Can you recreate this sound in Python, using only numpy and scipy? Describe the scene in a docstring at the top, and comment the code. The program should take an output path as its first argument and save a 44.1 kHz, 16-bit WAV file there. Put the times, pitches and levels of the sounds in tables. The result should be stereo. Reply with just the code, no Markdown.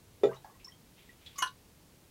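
"""Over a steady low rumble and wide hiss, there is a dull double knock on a table in a small room.
The last of an iced coffee plips, splashes and trickles from a small can into a glass.
The can ticks and clacks as it is drawn away. Blows ring decaying tones over bursts of noise,
drops ring as bubbles, splashes and trickle are shaped noise, and near walls add echoes."""
import sys
import numpy as np
from scipy import signal
from scipy.fft import rfft, irfft
from scipy.io import wavfile

SR = 44100
rng = np.random.default_rng(int(sys.argv[2]) if len(sys.argv) > 2 else 0)


def materialize(psi):
    """Save the field psi as 16-bit PCM at rate SR to the path in sys.argv[1].

    A 1-D psi becomes a single channel; in a 2-D psi each row is a channel.
    """
    bounded = np.clip(np.atleast_2d(psi).T, -1, 1)
    quanta = np.round(bounded * 32767).astype(np.int16)
    wavfile.write(sys.argv[1], SR, quanta)


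N = 92610  # length in samples
T = np.arange(N) / SR  # time in seconds


def undb(db):
    """Turn decibels into a gain."""
    return 10 ** (np.asarray(db) / 20)


def fade(t60):
    """Die away exponentially, falling 60 dB in t60 seconds."""
    return np.exp(-np.log(1000) * T / max(t60, 1e-3))


def swell(rise_s):
    """Start softly, approaching full strength with this time constant in seconds."""
    return 1 - np.exp(-T / max(rise_s, 1e-5))


def place(sound, start_s):
    """Delay a sound to its start time by putting silence before it."""
    silence = np.zeros(max(int(round(start_s * SR)), 0))
    return np.concatenate([silence, sound])[:N]


def colour(sound, points):
    """Reshape the spectrum along (Hz, dB) points, then set the rms to 1."""
    hz, db = np.array(points, float).T
    bins_hz = np.maximum(np.arange(N // 2 + 1) * SR / N, 1)
    gain = undb(np.interp(np.log(bins_hz), np.log(hz), db))
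    coloured = irfft(rfft(sound) * gain, N)
    return coloured / coloured.std()


def noise(points):
    """Make random noise with the given spectrum and an rms of 1."""
    return colour(rng.standard_normal(N), points)


def strike(blows, modes, spectrum, crack_db, crack_t60, snap_db, rise_s):
    """Each blow snaps, then rings the modes over a short crack; longer contact sounds duller."""
    ring = np.zeros(N)
    for hz, db, t60 in modes:
        ring += undb(db) * fade(t60) * np.sin(2 * np.pi * hz * T)
    ring *= swell(rise_s)
    snap_t60 = 0.0071  # seconds
    burst = undb(crack_db) * fade(crack_t60) + undb(snap_db) * fade(snap_t60)

    out = np.zeros(N)
    for start, db, contact_ms in blows:
        hit = ring + burst * noise(spectrum)
        # One-pole smoothing over the contact time takes off the treble
        keep = np.exp(-1000 / (max(contact_ms, .001) * SR))
        softened = signal.lfilter([1 - keep], [1, -keep], hit + 1e-18)
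        out += undb(db) * place(softened, start)
    return out


# Balance of the background in the middle. Each row: pitch in Hz, relative level in dB per Hz.
MIDDLE_SPECTRUM = [(15, -51), (25, -7.5), (86, -0.5), (188, -5), (340, -10), (445, -11.5), (482, -12),
                   (703, -17), (895, -17), (1080, -19.5), (1900, -22.5), (2230, -22), (3720, -23),
                   (5880, -24), (15500, -27.5)]
# Balance of the background at the sides. Each row: pitch in Hz, relative level in dB per Hz.
SIDE_SPECTRUM = [(15, -60), (25, -14.5), (119, -14), (410, -18.5), (445, -17), (970, -22), (15500, -19)]


def background():
    """Low room rumble in the middle; microphone hiss, opposite in left and right, sounds wide."""
    middle_db, side_db = -60, -67
    middle = undb(middle_db) * noise(MIDDLE_SPECTRUM)
    side = undb(side_db) * noise(SIDE_SPECTRUM)
    return middle + side * np.array([[1], [-1]])


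# Near reflections. Each row: delay in seconds, level in dB against the direct sound.
REFLECTIONS = [(.0052, -14), (.0146, -13), (.0207, -15.5), (.0368, -17.5)]


def room(sound, split_hz=2500):
    """Near walls return a few echoes and a short diffuse tail whose treble fades slightly sooner."""
    tail_db, tail_onset_s = -14, .004
    low_t60, treble_t60 = .18, .17  # seconds
    hiss = rng.standard_normal(N)
    low = signal.sosfilt(signal.butter(1, split_hz, fs=SR, output="sos"), hiss)
    treble = hiss - low
    tail = place(low * fade(low_t60) + treble * fade(treble_t60), tail_onset_s)
    tail /= np.linalg.norm(tail)
    wet = signal.fftconvolve(sound, tail)[:N]
    echoes = sum(undb(db) * place(sound, delay) for delay, db in REFLECTIONS)
    return sound + echoes + undb(tail_db) * wet


# Blows on the table. Each row: start in seconds, level in dB, contact time in ms.
TABLE_BLOWS = [(.212, -27.5, 0.56), (.2344, 3.5, 0.017), (.2495, 1.5, 0.49)]
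# Ringing tones of the table and what stands on it.
# Each row: pitch in Hz, level in dB before the blow's level, time to fall 60 dB in seconds.
TABLE_TONES = [(132.2, -47.5, 0.4), (187.3, -50, 0.23), (278, -32.5, .1), (383.8, -30.5, 0.17),
               (416.7, -14, .15), (461, -19, .13), (547.5, -30.5, 0.2), (649.5, -33.5, .2),
               (801, -35.5, 0.21), (1324, -41, .1), (1935, -40.5, 0.059), (2415, -42, 0.092),
               (3480, -36.5, 0.047), (3630, -37, 0.052), (7010, -52, .1)]
# Balance of the dull crack in each blow. Each row: pitch in Hz, relative level in dB per Hz.
TABLE_CRACK_SPECTRUM = [(40, -48), (200, -14), (500, 9.5), (900, -4), (1350, -13), (1700, -17), (3600, -20),
                        (5500, -25.5), (8000, -35.5), (15000, -41)]


def table():
    """A light brush, then a dull double knock; the table top radiates little deep bass."""
    knock = strike(TABLE_BLOWS, TABLE_TONES, TABLE_CRACK_SPECTRUM,
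                   crack_db=-35, crack_t60=0.17, snap_db=-46, rise_s=0.0039)
    lowest_hz = 110
    return signal.sosfilt(signal.butter(2, lowest_hz, "high", fs=SR, output="sos"), knock)


# Light touches of the can's lip. Each row: start in seconds, level in dB, contact time in ms.
LIP_TOUCHES = [(1.3795, -8.5, 0.014), (1.384, -1.5, 0.0097), (1.3876, 1, 0.014), (1.4045, 2, 0.092)]
# Ringing tones of the lip.
# Each row: pitch in Hz, level in dB before the touch's level, time to fall 60 dB in seconds.
LIP_TONES = [(1124, -37.5, .07), (1950, -50, 0.053), (2150, -43.5, 0.11), (2950, -46.5, 0.14),
             (5940, -42, 0.033), (6370, -32, 0.04), (6586, -32.5, 0.034), (6820, -31, .06),
             (10750, -48, .05), (13050, -46, 0.046)]
# Balance of the crack in each touch. Each row: pitch in Hz, relative level in dB per Hz.
LIP_CRACK_SPECTRUM = [(100, -38), (750, -12), (1200, -7), (3000, -13), (4500, -18), (6500, 5), (9000, -15),
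                      (11500, -5), (15500, -29)]


def can_lip():
    """Light touches make the lip of the can chatter with thin, short tones."""
    return strike(LIP_TOUCHES, LIP_TONES, LIP_CRACK_SPECTRUM,
                  crack_db=-37.5, crack_t60=0.053, snap_db=-52, rise_s=0.0014)


# Full blows of the can's body. Each row: start in seconds, level in dB, contact time in ms.
CAN_BLOWS = [(1.4218, -5, 0.014), (1.4245, 1, 0.04), (1.4591, -8, 0.59)]
# Ringing tones of the emptied can.
# Each row: pitch in Hz, level in dB before the blow's level, time to fall 60 dB in seconds.
CAN_TONES = [(1007.4, -42, 0.18), (1031, -20, 0.073), (1119, -37.5, 0.15), (1400, -29, 0.048),
             (1444, -34, 0.13), (1527, -35.5, 0.15), (1729, -34.5, .11), (2865, -25, 0.054),
             (2923, -28.5, 0.084), (3250, -34.5, 0.062), (4027, -45.5, .09), (4390, -39, 0.065),
             (6300, -41, .05), (10400, -65, 0.038)]
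# Balance of the crack in each blow. Each row: pitch in Hz, relative level in dB per Hz.
CAN_CRACK_SPECTRUM = [(100, -27), (700, -10), (1300, 6.5), (2200, -8), (3100, 2.5), (3650, -11),
                      (4200, -0.5), (4900, -14), (6000, 7.5), (7500, -28), (8200, -2), (9000, -9.5),
                      (10000, 0.5), (11900, -8), (12600, -22), (15500, -37)]


def can_body():
    """The hollow body clacks and rebounds, ringing the tones of the empty can."""
    return strike(CAN_BLOWS, CAN_TONES, CAN_CRACK_SPECTRUM,
                  crack_db=-33.5, crack_t60=0.12, snap_db=-26.5, rise_s=0.0022)


# Strength of the thin trickle over time. Each row: time in seconds, level in dB.
TRICKLE_LEVEL = [(.88, -105), (.95, -74), (1.0, -62), (1.05, -70.5), (1.11, -66.5), (1.17, -80),
                 (1.221, -65.5), (1.255, -63.5), (1.37, -63.5), (1.42, -81)]
# Balance of the trickle. Each row: pitch in Hz, relative level in dB per Hz.
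TRICKLE_SPECTRUM = [(700, -31), (1700, -6.5), (2200, -1.5), (3400, 0.5), (4800, -12), (7000, -19),
                    (15000, -16)]


def trickle():
    """Dense tiny droplets, made as random clicks, fizz on the surface as the can runs dry."""
    drops_per_s, scatter_db = 3200, 1.5
    lands = rng.random(N) < drops_per_s / SR
    strength = rng.standard_normal(N) * undb(scatter_db * rng.standard_normal(N))
    times, db = np.array(TRICKLE_LEVEL).T
    # Silent before the first row and after the last
    level = undb(np.interp(T, times, db, left=-np.inf, right=-np.inf))
    return colour(lands * strength, TRICKLE_SPECTRUM) * level


# Short splashes, and last a tick as the can rebounds.
# Each row: start in seconds, centre pitch in Hz, level in dB, time to fall 60 dB in seconds.
SPLASH_AND_TICK_BURSTS = [(0.311, 1080, -48.5, .12), (.329, 1880, -57, 0.13), (0.342, 5900, -59, 0.092),
                          (0.36, 3770, -60, .08), (0.444, 4500, -61, 0.054), (.445, 840, -50.5, 0.25),
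                          (0.596, 2540, -61, 0.24), (0.645, 5900, -51.5, .05), (1.261, 3640, -49, .12),
                          (1.358, 4740, -53.5, 0.14), (1.471, 4000, -45, .07)]
# Balance of every burst. Each row: multiple of the centre pitch, relative level in dB per Hz.
BURST_SPECTRUM = [(.04, -42), (.15, -26), (.55, -14), (1, 3), (1.5, -12), (4, -32)]


def splashes_and_tick(rise_s=0.0012):
    """Small noise bursts, each around its own pitch: splashes, then a tick of the can."""
    out = np.zeros(N)
    for start, centre_hz, db, t60 in SPLASH_AND_TICK_BURSTS:
        burst = noise([(multiple * centre_hz, level) for multiple, level in BURST_SPECTRUM])
        out += place(undb(db) * swell(rise_s) * fade(t60) * burst, start)
    return out


# Bubbles left by drops. Each row: start in seconds, starting pitch in Hz, level in dB,
# time to fall 60 dB in seconds, rise in octaves per second (below zero it falls).
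DROP_BUBBLES = [(0.289, 1545, -48, .16, 0.5), (0.312, 950, -44.5, 0.088, 8), (0.321, 1196, -43.5, 0.092, 5),
                (.329, 2806, -61.5, 0.26, 2), (0.338, 1143, -47.5, 0.092, -4),
                (0.364, 3750, -50.5, 0.054, 6), (.366, 880, -48, 0.061, 1.5), (0.442, 1659, -53, 0.13, 0.5),
                (.445, 822, -37, 0.057, 6), (0.496, 1090, -53, 0.07, 0), (.541, 1920, -59, 0.054, -0.5),
                (.553, 1075, -54.5, 0.074, -1), (.645, 5296, -38, 0.062, 1.5),
                (0.671, 1034, -48, 0.067, 1.5), (0.6799, 5340, -41, 0.036, 7.5),
                (0.684, 1920, -50, 0.062, 2), (.720, 3160, -50.5, 0.069, 1.5),
                (1.092, 1940, -45, 0.051, 0.5), (1.2657, 3392, -41.5, 0.09, 0),
                (1.357, 1100, -50.5, 0.085, 9)]


def drips():
    """Drops trap bubbles that ring briefly and unevenly, most of them rising in pitch."""
    rise_s, roughness, wobble_hz = .0025, .5, 60
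    out = np.zeros(N)
    for start, hz, db, t60, octaves_per_s in DROP_BUBBLES:
        pitch_hz = hz * 2 ** (octaves_per_s * T)
        phase = 2 * np.pi * np.cumsum(pitch_hz) / SR
        # Slow noise on the cosine makes the ring uneven
        wobble = noise([(wobble_hz, 0), (10 * wobble_hz, -40), (SR / 2, -100)])
        ring = np.sin(phase) + roughness * wobble * np.cos(phase)
        out += place(undb(db) * swell(rise_s) * fade(t60) * ring, start)
    return out


def scene():
    """Everything on the table sounds straight ahead in the room, over the background."""
    pouring_and_tick = trickle() + splashes_and_tick() + drips()
    return background() + room(table() + can_lip() + can_body() + pouring_and_tick)


def record(dry):
    """The recorder cuts the top of the treble with a steep low-pass filter."""
    top_hz = 15800
    return signal.sosfilt(signal.ellip(10, .1, 70, top_hz, fs=SR, output="sos"), dry)


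dry = scene()
out = record(dry)
materialize(out)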